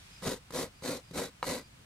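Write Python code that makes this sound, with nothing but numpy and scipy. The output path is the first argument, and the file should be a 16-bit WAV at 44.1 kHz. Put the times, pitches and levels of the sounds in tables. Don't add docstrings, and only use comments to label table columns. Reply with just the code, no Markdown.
import sys
import numpy as np
from scipy import signal
from scipy.fft import rfft, irfft, next_fast_len
from scipy.io import wavfile
from scipy.ndimage import uniform_filter1d

SR = 44100
rng = np.random.default_rng(int(sys.argv[2]) if len(sys.argv) > 2 else 0)


def output_pcm(signal):
    pcm = np.clip(np.atleast_2d(signal).T, -1, 1) * 32767
    wavfile.write(sys.argv[1], SR, np.round(pcm).astype(np.int16))


N = 81585
T = np.arange(N) / SR
SIZE = next_fast_len(N + SR // 4)
HZ = np.maximum(np.arange(SIZE // 2 + 1) * SR / SIZE, 1)

# frequency in Hz, relative level in dB.
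RASP_TONE = [(60, 2), (300, 14), (600, 2.5), (1100, -2), (1600, 5), (2100, 2.5), (2700, -9), (3350, -0.5),
             (3800, 5.5), (5000, 3), (5400, 1.5), (8500, 2), (10000, -1), (12600, -5), (14000, -12),
             (15800, -23)]
# frequency in Hz, width in Hz, relative level in dB.
BODY_MODES = [(169, 18, -16.5), (251.5, 23, -4.5), (271, 24, 0.5), (385.5, 30, -3), (470.3, 44, 4.5),
              (505.2, 10.6, -1.5), (512, 12, -37.5), (717, 27, -18), (945, 90, -8.5), (1320, 35, -38),
              (1940, 44, -9), (2450, 40, -15.5), (2960, 32, -17.5), (3775, 115, -10)]
# frequency in Hz, width in Hz, relative level in dB.
STOOL_MODES = [(54.6, 40, -30), (88.5, 15, -19), (127.5, 31, 4), (168.5, 10, 10), (190.5, 20, -1.5),
               (262.4, 35, -2.5), (368, 22, 5)]
# start in seconds, length in seconds, rasp level in dB,
# ring level in dB, stool thud level in dB, seconds from the start to the deepest bite.
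SCRAPES = [(.212, 0.19, -39, -35, -32.5, 0.067), (0.519, 0.18, -38, -33.5, -43, 0.079),
           (0.815, 0.21, -39.5, -35, -35.5, 0.0815), (1.125, 0.19, -39, -35, -36, 0.055),
           (1.428, 0.22, -38.5, -34.5, -40, 0.071)]


def scraping():
    bite_width_s, ring_on_s, treble_hz = 0.012, 0.0056, 7900
    judder = from_db(1.5 * drift(hz=109))
    tears = grains(per_s=3500, spread_db=2.5) * judder
    catches = grains(per_s=2500, spread_db=0.5) * judder
    catches = catches * from_db([[0], [-11]])
    treble = 1 / (1 + (treble_hz / HZ) ** 2)
    rasp = chatter = load = 0
    for start, length, rasp_db, ring_db, thud_db, bite_s in SCRAPES:
        force = push(start, length)
        bite = 1 / (1 + ((T - start - bite_s) / bite_width_s) ** 2)
        lows = colour(tears * force ** 1.52, 1 - treble)
        highs = colour(tears * force ** 2.1, treble)
        rasp = rasp + from_db(rasp_db - 1 + bite) * hollow(lows + highs, start)
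        chatter = chatter + from_db(ring_db - bite) * push(start, length + ring_on_s) ** 2
        load = load + from_db(thud_db) * force * bite
    flesh = colour(rasp, rms_one(gains(RASP_TONE)))
    body = chatter * levelled(resonate(catches, BODY_MODES))
    thud = load * levelled(resonate(catches, STOOL_MODES))
    return spread(flesh + body + thud)


def hollow(pair, start, count=12):
    delays_s = 0.005 * rng.uniform(0.054, 1, (count, 2))
    glides_per_s = 0.227 * rng.normal(1, 1, (count, 2))
    signs = rng.choice([-1, 1], (count, 2))
    rolled_s = np.clip(T - start, 0, .25)
    echo = 0
    for delay, glide, sign in zip(delays_s, glides_per_s, signs):
        lag = delay[:, None] * (1 + glide[:, None] * rolled_s)
        echo = echo + np.array([sign[k] * np.interp(T - lag[k], T, pair[k]) for k in range(2)])
    return (pair + echo / np.sqrt(count)) / np.sqrt(2)


def levelled(pair, window_s=0.066):
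    power = uniform_filter1d(pair[0] ** 2, int(window_s * SR))
    power = uniform_filter1d(power, int(window_s * SR / 2))
    return pair / np.sqrt(np.abs(power) + 0.3 * power.mean())


# frequency in Hz, relative level in dB, seconds to fall by 60 dB.
SHELL_MODES = [(531, -13.5, 0.1), (740, 0.5, 0.0079), (950, 3, 0.025), (1188, -4, 0.054),
               (1665, -13, 0.035), (2200, -11, 0.06), (2810, -13, 0.04), (3980, -2.5, 0.019)]
# time in seconds, then clack, crack, body and stool levels in dB.
LANDINGS = [(0.225, -43.5, -62, -77, -36), (.5065, -47, -48, -38, -38), (0.523, -60, -47, -42, -70),
            (0.8232, -51, -55, -52, -35), (1.111, -79, -53.5, -38.5, -33.5),
            (1.4283, -25.5, -45.5, -59, -36), (1.4428, -35.5, -67, -53, -47)]


def knocks():
    bounce_s, bounce_db, crack_decay_s = 0.00383, -7.5, 0.0059
    times, clack_db, crack_db, body_db, stool_db = np.transpose(LANDINGS)

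    def blows(db):
        return np.bincount((times * SR).astype(int), from_db(db), N)

    def struck(db, modes):
        click_peak = np.abs(resonate(1. * (T == 0), modes)).max()
        return resonate(blows(db), modes) / click_peak

    def soften(x, hz):
        return signal.sosfilt(signal.butter(2, hz, fs=SR, output="sos"), x)

    hits = blows(clack_db)
    hits = hits + from_db(bounce_db) * np.roll(hits, int(bounce_s * SR))
    clack = sum(from_db(db) * ring(hits, hz, t60) for hz, db, t60 in SHELL_MODES)
    fade = signal.lfilter([1], [1, -np.exp(-1 / (crack_decay_s * SR))], blows(crack_db) + 1e-18)
    crack = colour(fade * rng.standard_normal((2, N)), rms_one(gains(RASP_TONE)))
    contact = soften(clack + struck(body_db, BODY_MODES), hz=2600)
    bump = soften(struck(stool_db, STOOL_MODES), hz=393)
    return contact + bump + spread(crack)


# start in seconds, length in seconds, fundamental in Hz, level in dB.
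BIRD_NOTES = [(.112, .085, 2512, -57), (0.748, 0.15, 2400, -66), (1.028, 0.12, 2450, -65),
              (1.585, 0.1, 2415, -64.5)]


def bird():
    sag_hz_per_s, waver, flutter_depth, fundamental_db = 180, 0.0087, 0.47, -6
    out = 0
    for start, length, hz, db in BIRD_NOTES:
        pitch = (hz - sag_hz_per_s * np.clip(T - start, 0, length)) * (1 + waver * drift(hz=136))
        phase = 2 * np.pi * np.cumsum(pitch) / SR
        tone = np.sin(2 * phase) + from_db(fundamental_db) * np.sin(phase)
        flutter = (1 + flutter_depth * drift(hz=70)) / np.sqrt(1 + flutter_depth ** 2)
        out = out + from_db(db) * flutter * np.sqrt(push(start, length)) * tone
    return out


# frequency in Hz, relative level in dB.
AIR_TONE = [(25, -13), (50, 0.5), (100, -2.5), (170, -7), (260, -14), (380, -20.5), (600, -23.5),
            (1300, -20.5), (2600, -23.5), (4500, -25.5), (6500, -29), (8500, -28.5), (12000, -36.5),
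            (15800, -41)]
# frequency in Hz, relative level in dB.
HISS_TONE = [(100, -3.5), (600, -8), (1500, 1), (4500, -0.5), (8500, -6.5), (12000, -13), (15800, -27)]


def garden():
    air_db, hiss_db, hiss_hold_s, hiss_fade_s = -58, -61.5, 0.24, 0.025
    air = from_db(air_db) * rms_one(colour(rng.standard_normal((2, N)), gains(AIR_TONE)))
    hiss = from_db(hiss_db) * rms_one(colour(rng.standard_normal((2, N)), gains(HISS_TONE)))
    opening = np.clip(1 - (T - hiss_hold_s) / hiss_fade_s, 0, 1)
    return spread(air + hiss * opening, width_db=4)


# frequency in Hz, side against mid in dB.
SIDE_LEVEL = [(50, -42), (150, -17), (450, -5.5), (700, 1.5), (1050, -2), (1700, -8), (2400, 0),
              (4400, -3.5), (8000, -3.5), (15000, -1.5)]


def spread(pair, width_db=0):
    side = colour(pair[1], gains(SIDE_LEVEL) * from_db(width_db))
    return pair[0] + side * np.array([[1], [-1]])


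def push(start, length, peak_share=0.37):
    progress = np.clip((T - start) / length, 0, 1)
    skew = np.log(.5) / np.log(peak_share)
    return np.abs(np.sin(np.pi * progress ** skew))


def grains(per_s, spread_db):
    sizes = from_db(spread_db * np.minimum(rng.exponential(1, N), 5))
    clicks = rng.random(N) < per_s / SR
    return rms_one(clicks * sizes * rng.choice([-1, 1], (2, N)))


def ring(x, hz, t60):
    radius, angle = from_db(-60 / (t60 * SR)), 2 * np.pi * hz / SR
    return signal.lfilter([.5, 0, -.5], [1, -2 * radius * np.cos(angle), radius ** 2], x + 1e-18)


def resonate(x, modes):
    out = power = 0
    for hz, width, db in modes:
        radius, angle = np.exp(-np.pi * width / SR), 2 * np.pi * hz / SR
        feed = np.sqrt((1 - radius ** 2) / 2) * np.array([1, 0, -1])
        feedback = [1, -2 * radius * np.cos(angle), radius ** 2]
        out = out + from_db(db) * signal.lfilter(feed, feedback, x + 1e-18)
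        power += from_db(db) ** 2
    return out / np.sqrt(power)


def drift(hz):
    return rms_one(colour(rng.standard_normal(N), 1 / (1 + (HZ / hz) ** 2)))


def colour(x, gain):
    return irfft(rfft(x, SIZE) * gain, SIZE)[..., :N]


def at_hz(points):
    hz, value = np.transpose(points)
    return np.interp(np.log(HZ), np.log(hz), value)


def gains(points):
    return from_db(at_hz(points))


def from_db(db):
    return 10 ** (np.asarray(db) / 20)


def rms_one(x):
    return x / np.sqrt(np.mean(x ** 2) + 1e-20)


# frequency in Hz, left against right in dB.
GRATER_PAN = [(100, 2), (310, -0.5), (500, 3), (640, 0), (800, 4), (1100, 0.5), (1500, -1.5), (1900, -2),
              (2500, 2), (4000, -1), (6400, 2.5), (8500, 3.5), (10500, -1.5), (12500, -10.5), (15000, 1)]
# frequency in Hz, phase lead in radians.
LEFT_LEAD = [(290, 0), (410, .45), (620, .08), (1800, .15), (2700, .85), (6000, 1.1), (8000, 1.8),
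             (12000, 1.5)]


def scene():
    lean = np.sqrt(gains(GRATER_PAN))
    right_lag = np.exp(-1j * at_hz(LEFT_LEAD))
    grater = colour(scraping() + knocks(), np.array([lean, right_lag / lean]))
    return grater + bird() + garden()


def record(dry, cutoff_hz=15800):
    return colour(dry, 1 / np.sqrt(1 + (HZ / cutoff_hz) ** 300))


dry = scene()
out = record(dry)
output_pcm(out)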